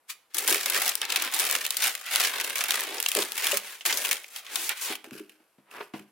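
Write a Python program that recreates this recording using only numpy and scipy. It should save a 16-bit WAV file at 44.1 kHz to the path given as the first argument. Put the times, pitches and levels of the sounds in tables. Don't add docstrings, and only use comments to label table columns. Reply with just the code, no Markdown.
import sys
import numpy as np
from scipy import signal
from scipy.fft import rfft, irfft, next_fast_len
from scipy.io import wavfile
from scipy.ndimage import uniform_filter1d, map_coordinates

SR = 44100
rng = np.random.default_rng(int(sys.argv[2]) if len(sys.argv) > 2 else 0)


def persist_wave(psi):
    counts = np.round(np.clip(psi, -1, 1) * 32767).astype(np.int16)
    wavfile.write(sys.argv[1], SR, np.atleast_2d(counts).T)


N = 269705
TIME = np.arange(N) / SR
TOP_HZ = 16100

# t/s, level over 6 ms before colouring/dB, crack re sheet ring/dB,
# power decay time/ms, left minus right/dB
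LARGE_CREASES = [(0.3451, -28, 28, 3.9, 9.5), (0.3688, -28, 16, 1, 0), (0.3832, -19, 19.5, 3, 3.5),
                 (0.4772, -17, 18.5, 2.5, 2), (0.504, -20.5, 18.5, 1.8, 3), (0.5257, -19.5, 11, 1.5, 2),
                 (0.6597, -21, 3, 1, 0), (0.6995, -20.5, 20, 1.6, 3), (0.848, -32, 7, 0.6, -6.5),
                 (0.8623, -25.5, 3, 2.1, 0.5), (0.879, -22.5, 46, 0.81, -10),
                 (0.8925, -21.5, 17.5, 1.7, 7.5), (0.954, -23, 27, 0.74, 5.5),
                 (1.016, -22.5, -3, 0.9, -1.5), (1.1013, -23, -3.5, 2.8, 0), (1.1597, -17, -2, 1.8, 1.5),
                 (1.222, -23, 14, 1.6, 5), (1.3443, -25.5, 26, 2.2, -12.5), (1.3965, -17, 10.5, 5.5, -1),
                 (1.451, -24.5, 16, 1.4, -1), (1.5123, -21, 17.5, 0.42, 2.5), (1.5514, -18, -6, 1.6, -1.5),
                 (1.651, -26, -2, 2, -3), (1.6647, -23.5, 7, 0.99, -4), (1.7058, -20, 5, 1.7, -.5),
                 (1.7687, -20, 9, 2.4, 1.5), (1.8393, -18.5, -1, 4.6, -0.5), (1.8227, -20.5, 10, 0.4, 1),
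                 (1.9511, -26, 3.5, 1.2, 4.5), (2.1591, -16.5, 3, .55, 0.5), (2.1683, -28.5, 12.5, 0.54, 0),
                 (2.2053, -22, -1.5, 2.5, 6), (2.2483, -18, -5, 4.5, -4.5), (2.3997, -24, -3.5, 2, 1),
                 (2.4416, -27.5, 12, 4.1, 1.5), (2.5561, -23, -1, 2.5, -1.5),
                 (2.6075, -19.5, -7.5, 2.8, -1), (2.6392, -24, 10, 0.86, -4.5),
                 (2.707, -17.5, -1.5, 0.91, -.5), (2.807, -26.5, 15, 1.1, -1), (2.9824, -30.5, -13, 1.2, 2),
                 (3.0015, -21.5, 9, 1.2, -0.5), (3.027, -23.5, 10.5, 0.95, -2), (3.0615, -19, -11, 1.1, 2),
                 (3.086, -21, 15, 3.2, 2), (3.1166, -23, 3, 0.84, 0.5), (3.1507, -20, 4, 0.88, 2),
                 (3.2224, -24, -17, 1.8, -1), (3.32, -26.5, 2.5, 0.55, 0), (3.378, -23, 1, 3.3, 0.5),
                 (3.4423, -24, 2, 2, -5.5), (3.4684, -19, 1, 1.4, -3), (3.571, -18.5, 11, 2.5, -2),
                 (3.808, -36.5, -12, 5.4, -1), (3.8526, -19.5, -3.5, 5.6, 1.5), (3.8603, -17, 7, 5.4, 1),
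                 (3.8961, -20, -15, 8.4, 1), (3.9258, -20.5, -6.5, 3, 0.5), (3.9727, -20.5, 2, 3.4, 1.5),
                 (4.0487, -22, 0, 4.2, 0), (4.0574, -25.5, 5, 0.98, 2), (4.09, -27, 3, 0.98, 4.5),
                 (4.1115, -17, 0.5, 3.5, 1), (4.1291, -22.5, 5.5, 1.5, 4.5), (4.168, -35.5, -7, 1.6, 7),
                 (4.2425, -40, -23, 1.3, 1.5), (4.361, -31.5, 5, 2.5, -3), (4.465, -39.5, -12, 1.9, -1),
                 (4.5574, -20.5, 0.5, 2.1, 2), (4.6927, -21, 5, 1.6, -6.5), (4.953, -32, 0.5, 3, 2)]
# t/s, swell/s, held/s, level/dB, crispness (treble)/dB, flap (bass)/dB
CRUSHES = [(.347, 0.0044, .12, -37, 1.5, -11), (.48, .006, 0.068, -28, 1.5, -10.5),
           (.58, 0.0094, 0.063, -34.5, -1.5, -19.5), (.658, 0.0039, 0.11, -31, -3, -12.5),
           (.765, 0.014, 0.013, -26, -1, -10.5), (.81, .01, 0.079, -28, -2, -16),
           (1.02, .006, 0.01, -27.5, -15.5, -16.5), (1.098, 0.013, 0.17, -30, -8, -14),
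           (1.33, 0.011, 0.08, -31.5, -1, -14.5), (1.4, 0.0071, .16, -31, -1, -12.5),
           (1.6, 0.013, 0.065, -36.5, -2, -16), (1.72, .005, .035, -38, -3, -20),
           (1.835, 0.038, 0.043, -27, -0.5, -16.5), (2.074, 0.025, 0.0065, -32, -10, -27),
           (2.125, 0.021, 0.066, -27, -3.5, -19), (2.2, 0.0073, 0.064, -26.5, -2, -16.5),
           (2.335, 0.036, 0.083, -31, -8, -13.5), (2.44, .008, 0.083, -35, -4, -9.5),
           (2.56, 0.01, 0.092, -32.5, -3, -15.5), (2.695, 0.014, 0.052, -29, -2.5, -15.5),
           (2.775, 0.011, 0.063, -33, -5.5, -11), (2.87, 0.0099, 0.12, -37, -6, -4),
           (3.03, 0.017, 0.19, -41, 2, -17.5), (3.157, 0.012, 0.057, -29.5, -0.5, -8),
           (3.378, 0.037, 0.045, -35, -1, -18.5), (3.435, 0.011, 0.12, -30.5, -1, -14.5),
           (3.855, 0.0028, 0.077, -33, 1, -10.5), (3.95, 0.011, 0.19, -36.5, 1.5, -10)]
# t/s, swell/s, held/s, level/dB,
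# crispness (treble)/dB, flap (bass)/dB
SLIDES = [(0.1, 0.0057, 0.0018, -34.5, 0.5, -43), (.305, .004, .03, -61, -8, -20),
          (3.25, .02, 0.043, -44.5, 0, -15), (3.645, 0.016, 0.11, -42.5, -3, -18),
          (4.358, 0.025, 0.035, -42.5, -0.5, -20), (4.47, 0.042, 0.14, -45, -12.5, -17),
          (4.552, 0.046, 0.138, -37.5, 4, -13.5), (4.694, .004, 0.024, -27.5, -12, -19.5),
          (4.775, 0.022, 0.023, -39, -3.5, -30), (4.814, .007, 0.069, -37.5, 6, -25),
          (4.907, 0.044, 0.021, -32.5, -5.5, -8)]


def undb(db):
    return 10 ** (np.asarray(db) / 20)


def unit(x):
    return x / np.sqrt(np.mean(x ** 2))


def at(points, hz):
    f, value = np.transpose(points)
    return np.interp(np.log(np.maximum(hz, 1)), np.log(f), value)


def colour(x, points, size=2048):
    cepstrum = irfft(np.log(undb(at(points, np.fft.rfftfreq(size, 1 / SR)))))
    cepstrum[1:size // 2] *= 2
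    cepstrum[size // 2 + 1:] = 0
    response = irfft(np.exp(rfft(cepstrum)))
    response = response[None] / np.linalg.norm(response)
    return signal.oaconvolve(x, response, axes=-1)[:, :x.shape[-1]]


def ears(pair):
    # f/Hz, side re mid/dB
    side_level = [(100, -18.5), (300, -16.5), (700, -9), (1400, -9.5), (2800, -7), (5500, -3.5),
                  (14000, -3)]
    size = next_fast_len(N + SR // 10)
    mid, side = rfft(pair, size)
    width = undb(at(side_level, np.fft.rfftfreq(size, 1 / SR)))
    left_right = np.array([mid + width * side, mid - width * side])
    return irfft(left_right / np.sqrt(1 + width ** 2), size)[:, :N]


def add(track, s, sound):
    start = max(int(s * SR), 0)
    part = track[:, start:start + sound.shape[-1]]
    part += sound[..., :part.shape[-1]]


def walk(rate):
    knots = rng.standard_normal(int(N / SR * rate) + 2)
    line = np.interp(TIME * rate, np.arange(len(knots)), knots)
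    return 1.2 * uniform_filter1d(line, int(SR / rate / 2))


def grains(rate, spread_db):
    size_db = spread_db * np.minimum(rng.exponential(size=N), np.pi)
    return (rng.random(N) < rate / SR) * undb(size_db)


def swarm(clicks, ring_s, even_s):
    keep = np.exp(-1 / (ring_s * SR))
    power = signal.lfilter([1 - keep], [1, -keep], clicks ** 2) + 1e-6
    return np.sqrt(power / uniform_filter1d(power, int(even_s * SR) + 1))


def movement(s, swell_s, held_s, db, sag_db_per_s, release_s, settle_db, settle_s):
    since = TIME - s
    before = np.maximum(-since, 0)
    after = np.maximum(since - held_s, 0)
    hold = undb(db - sag_db_per_s * np.clip(since, 0, held_s))
    release = np.exp(-after / release_s)
    settling = undb(settle_db) * np.exp(-after / settle_s)
    return (hold * np.exp(-before / swell_s) * np.maximum(release, settling)) ** 2


def friction(table, shape, spectrum, rate, spread_db):
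    level = np.sqrt(sum(movement(*row, **shape) for row in table))
    slips = swarm(grains(rate, spread_db), ring_s=0.0014, even_s=0.094)
    return ears(colour(rng.standard_normal((2, N)) * slips * level, spectrum))


def still_air(level_db=-70.5):
    # f/Hz, level/dB
    air_spectrum = [(25, -20.5), (80, -11), (200, -4.5), (450, 3), (1000, 4), (2700, -5), (6000, -12),
                    (12000, -4.5), (16000, -22.5)]
    noise = ears(colour(rng.standard_normal((2, N)), air_spectrum))
    return undb(level_db) * unit(noise)


def room(x, level_db=-12, t60_s=0.4, treble_t60_s=0.38, gap_s=0.0058, split_hz=4500, treble_db=-4):
    t = TIME[:SR // 2]
    noise = rng.standard_normal((2, len(t)))
    low = signal.sosfilt(signal.butter(2, split_hz, fs=SR, output="sos"), noise)
    high = signal.sosfilt(signal.butter(2, split_hz, "high", fs=SR, output="sos"), noise[::-1])
    fade = np.exp(-np.log(1000) * t / t60_s) * (t > gap_s)
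    treble_fade = np.exp(-np.log(1000) * t / treble_t60_s) * (t > gap_s)
    response = (low * fade + undb(treble_db) * high * treble_fade) / np.linalg.norm(fade)
    mono = x.mean(axis=0)[None]
    return undb(level_db) * ears(signal.fftconvolve(mono, response, axes=-1)[:, :N])


def carpet_shoves():
    # t/s, swell/s, held/s, level/dB
    pushes = [(5.755, 0.031, 0.035, -43.5), (5.808, 0.0054, 0.0056, -34), (5.943, 0.0024, 0.0065, -49)]
    # f/Hz, level per Hz/dB
    card_spectrum = [(30, -36), (70, -23.5), (140, -14), (350, 4), (700, 2), (1000, 6), (1600, 4),
                     (2500, -0.5), (4000, -11.5), (7000, -28), (16000, -29)]
    shape = dict(sag_db_per_s=13, release_s=0.0091, settle_db=-28, settle_s=0.04)
    return friction(pushes, shape, card_spectrum, rate=2400, spread_db=4.0)


def finger_rubs():
    # t/s, swell/s, held/s, level/dB
    strokes = [(5.046, .003, 0.017, -52.5), (5.132, 0.0061, .055, -46.5), (5.298, .003, .02, -60),
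               (5.716, 0.0082, .13, -51.5), (5.945, 0.0076, 0.048, -53.5)]
    # f/Hz, level per Hz/dB
    skin_spectrum = [(60, -34.5), (400, 1.5), (900, -14), (1500, 2), (2000, -7), (2650, 2.5), (3600, -10),
                     (5000, -6), (7000, -11.5), (12000, -6), (16000, -17)]
    shape = dict(sag_db_per_s=18, release_s=0.031, settle_db=-15, settle_s=0.19)
    return friction(strokes, shape, skin_spectrum, rate=3000, spread_db=6.0)


def taps(ring_s=0.0027):
    # t/s, level over 6 ms/dB
    touches = [(5.043, -41.5), (5.109, -45), (5.197, -44.5), (5.295, -47), (5.713, -49), (5.936, -56),
               (5.995, -46.5)]
    # f/Hz, level/dB
    click_spectrum = [(60, -35), (500, -4), (1500, 3.5), (2700, 11), (4500, -6.5), (7000, -3.5),
                      (11500, -2), (16000, -11)]
    t = TIME[:SR // 30]
    out = np.zeros((2, N))
    for s, db in touches:
        click = rng.standard_normal((2, len(t))) * np.exp(-t / ring_s)
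        first_6_ms = click[:, :SR // 167]
        add(out, s, undb(db) * click / np.std(first_6_ms))
    return ears(colour(out, click_spectrum))


def knocks(push_s=0.0029, scuff_s=0.027, scatter_db=4.0, detune=0.0099, order=6):
    # f/Hz, level/dB, t60/s
    panel_modes = [(107, -13, .16), (147, -8.5, 0.14), (204, -7.5, 0.23), (257, -0.5, 0.061),
                   (317, -1, 0.15), (371.6, -1, 0.2), (414, 6, 0.11), (494.5, 10, 0.036), (572, 4, 0.079),
                   (717, 3, 0.094), (895, -5, .09), (1057, -13, .09)]
    # t/s, level over 30 ms/dB, lowest f that the contact point drives/Hz,
    # highest f that its hardness reaches/Hz, scuff re ring/dB
    blows = [(0.514, -36.5, 294, 527, -14), (0.554, -39.5, 296, 527, -19), (2.914, -44.5, 335, 430, -27),
             (3.158, -34.5, 397, 650, -5), (3.176, -29.5, 392, 610, -18), (3.18, -51, 195, 217, -22),
             (3.53, -32, 425, 645, -31), (3.548, -55.5, 200, 218, -22), (4.9, -42, 265, 370, -7),
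             (5.041, -57.5, 170, 580, 4), (5.07, -52, 290, 355, -18), (5.116, -44.5, 126, 362, -14),
             (5.151, -47, 220, 405, -24), (5.2, -41, 253, 420, -36), (5.294, -75, 274, 385, -8),
             (5.4, -66, 241, 300, -3), (5.582, -61, 140.3, 290, -5), (5.803, -42, 290, 1010, -9),
             (5.937, -39, 126, 344, -2.5), (5.999, -51.5, 148, 364, -17)]
    # f/Hz, level/dB
    scuff_spectrum = [(30, -36), (80, -41), (170, -9), (700, 2.5), (1300, -7.5), (2500, -8.5), (4500, -19),
                      (15000, -38)]
    hz, db, t60 = np.transpose(panel_modes)[:, :, None]
    t = TIME[:SR // 2]
    first = SR // 33
    rings, scuffs = np.zeros((2, N)), np.zeros((2, N))
    for s, level_db, low_hz, high_hz, scuff_db in blows:
        size, shift, phase = rng.standard_normal((3, len(hz), 1))
        driven = 1 + (low_hz / hz) ** (2 * order) + (hz / high_hz) ** (4 * order)
        weight = undb(db + scatter_db * size) / np.sqrt(driven)
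        tones = np.sin(2 * np.pi * (hz * (1 + detune * shift) * t + phase))
        modes = weight * tones * np.exp(-np.log(1000) * t / t60)
        ring = modes.sum(axis=0) * (1 - np.exp(-(t / push_s) ** 2))
        add(rings, s, undb(level_db) * ring / np.std(ring[:first]))
        scuff = rng.standard_normal((2, len(t))) * np.exp(-t / scuff_s)
        add(scuffs, s, undb(level_db + scuff_db) * scuff / np.std(scuff[:, :first]))
    return rings + ears(colour(scuffs, scuff_spectrum))


def handling():
    crush_shape = dict(sag_db_per_s=0.5, release_s=0.029, settle_db=-14.5, settle_s=0.19)
    slide_shape = dict(sag_db_per_s=18, release_s=0.016, settle_db=-28.5, settle_s=0.05)
    kinds = (CRUSHES, crush_shape, 0.15), (SLIDES, slide_shape, 0.75)
    power, blend = np.full(N, 1e-14), np.zeros((3, N))
    for table, shape, glide in kinds:
        for s, swell_s, held_s, db, crisp_db, flap_db in table:
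            own = movement(s, swell_s, held_s, db, **shape)
            power += own
            blend += np.outer([crisp_db, flap_db, glide], own)
    return (10 * np.log10(power), *(blend / power))


def rustle(level_db, crisp_db, flap_db, glide, rate=800, spread_db=5.0, colour_db=0.5, ring_s=0.0013,
           drift_db=1.0):
    # f/Hz, level per Hz/dB
    paper_spectrum = [(60, -91), (120, -77.5), (170, -48), (300, -32), (430, -29.5), (620, -30.5),
                      (870, -33), (1250, -38.5), (2000, -34), (2900, -36), (4300, -38.5), (6500, -40),
                      (10500, -39), (15000, -42)]
    clicks = grains(rate, spread_db)
    where = np.flatnonzero(clicks)
    out = np.zeros((2, N))
    for low in TOP_HZ / np.sqrt(2) ** np.arange(1, 17):
        high, hz = low * np.sqrt(2), low * np.sqrt(np.sqrt(2))
        own = clicks.copy()
        own[where] *= undb(colour_db * rng.standard_normal(len(where)))
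        buckling = swarm(own, ring_s * np.sqrt(8000 / hz), even_s=0.034)
        envelope = np.sqrt(glide + (1 - glide) * buckling ** 2)
        db = level_db + at(paper_spectrum, hz)
        db = db + crisp_db * at([(3300, 0.21), (6500, 1)], hz)
        db = db + flap_db * at([(600, 0.88), (1250, 0.02)], hz)
        db = db + drift_db * walk(25)
        band = signal.butter(2, [low, high], "band", fs=SR, output="sos")
        out += signal.sosfilt(band, rng.standard_normal((2, N)) * envelope * undb(db))
    return ears(out * np.sqrt(SR / 2))


def strain(before_db=-4, after_db=-2.0, before_s=0.0043, after_s=0.01):
    t = np.arange(-SR // 16, SR // 16) / SR
    before = before_db * np.exp(-abs(t) / before_s)
    after = after_db * np.exp(-abs(t) / after_s)
    dip = np.where(t < 0, before, after)
    strongest_db = max(row[1] for row in LARGE_CREASES)
    db = np.zeros((1, N))
    for s, level_db, *_ in LARGE_CREASES:
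        add(db, s + t[0], dip * undb((level_db - strongest_db) / 2))
    return db[0]


def bounce(x, lag_s=0.0018, share=0.36):
    delayed = np.arange(N) - SR * lag_s * np.exp(0.3 * walk(7))
    echo = np.array([map_coordinates(channel, [delayed], order=3) for channel in x])
    return (x + share * echo) / np.sqrt(1 + share ** 2)


def lesser_snaps(level_db, glide, count=70):
    over_rustle_db, scatter_db, pan_scatter_db = 3.5, 2, 4
    typical_ring_ms, typical_crisp_db, crisp_scatter_db = 1.5, 5, 7
    first, last = CRUSHES[0][0], SLIDES[-1][0]
    times = first + (last - first) * (np.arange(count) + rng.random(count)) / count
    rows = []
    for s, (size, crisp, ring, side) in zip(times, rng.standard_normal((count, 4))):
        i = int(s * SR)
        buckling_db = level_db[i] + 10 * np.log10(1 - glide[i])
        db = buckling_db + over_rustle_db + scatter_db * size
        crisp_db = typical_crisp_db + crisp_scatter_db * crisp
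        rows.append((s, db, crisp_db, typical_ring_ms * np.exp(ring / 2), pan_scatter_db * side))
    return rows


def facet(burst, typical_hz=2900, scatter_oct=0.55, q=4, added_db=6):
    hz = typical_hz * 2 ** (scatter_oct * np.clip(rng.standard_normal(), -2, 2))
    return burst + undb(added_db) * signal.lfilter(*signal.iirpeak(hz, q, fs=SR), burst)


def snaps(rows, sheet_db=-3.5, tick=0.94):
    # f/Hz, level/dB
    sheet_spectrum = [(30, -60.5), (100, -50.5), (300, -26), (700, 2), (1500, 4), (2900, 9.5), (4500, 2.5),
                      (7000, 5.5), (15000, -38.5)]
    # f/Hz, level/dB
    crack_spectrum = [(60, -58), (300, -30.5), (2500, -2.5), (5000, 0.5), (7000, 0), (10500, 4),
                      (15500, -0.5)]
    t = TIME[:SR // 30]
    flip = 1 + tick * np.exp(-t / 0.0002)
    spread = 1 - np.exp(-t / 0.0004)
    sheet, crack, pan = np.zeros((2, N)), np.zeros((2, N)), np.zeros(N)
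    for s, db, crisp_db, ring_ms, pan_db in sorted(rows):
        size = undb(db) * np.sqrt(0.006 * SR / (1 + undb(crisp_db) ** 2))
        fade = np.exp(-t * 1000 / (2 * max(ring_ms, 0.2)))
        ring = facet(rng.standard_normal((2, len(t))) * spread * fade)
        snap = rng.standard_normal((2, len(t))) * flip * fade
        for track, gain, burst in (sheet, undb(sheet_db), ring), (crack, undb(crisp_db), snap):
            add(track, s, size * gain * burst / np.linalg.norm(burst, axis=1, keepdims=True))
        pan[int(s * SR):] = pan_db
    both = ears(colour(sheet, sheet_spectrum) + colour(crack, crack_spectrum))
    return both * undb(np.array([pan, -pan]) / 2)


def scene():
    air = still_air()
    thuds = signal.sosfilt(signal.butter(3, 85, "high", fs=SR, output="sos"), knocks())
    box = thuds + taps() + finger_rubs() + carpet_shoves()
    level_db, crisp_db, flap_db, glide = handling()
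    rustling = bounce(rustle(level_db, crisp_db, flap_db, glide) * undb(strain()))
    snapping = snaps(LARGE_CREASES + lesser_snaps(level_db, glide))
    paper = signal.sosfilt(signal.butter(1, 90, "high", fs=SR, output="sos"), rustling + snapping)
    return paper + box + room(paper + box) + air


def ports(x):
    # f/Hz, phase/rad
    port_lead = [(100, 0.2), (300, 0.32), (600, 0.24), (1400, 0.07), (2700, 0.17), (8000, -.5),
                 (15000, -1.3)]
    # f/Hz, left minus right/dB
    port_level = [(200, 0.8), (2400, -.5), (4400, 1.6), (8000, 1), (15000, 2.3)]
    size = next_fast_len(N + SR // 10)
    hz = np.fft.rfftfreq(size, 1 / SR)
    left = undb(at(port_level, hz) / 2) * np.exp(1j * at(port_lead, hz) / 2)
    return irfft(rfft(x, size) * np.array([left, 1 / left]), size)[:, :N]


def record(dry):
    heard = ports(dry)
    rounded = heard / (1 + (heard / 0.8) ** 6) ** (1 / 6)
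    return signal.sosfilt(signal.ellip(10, 0.1, 70, TOP_HZ, fs=SR, output="sos"), rounded)


dry = scene()
out = record(dry)
persist_wave(out)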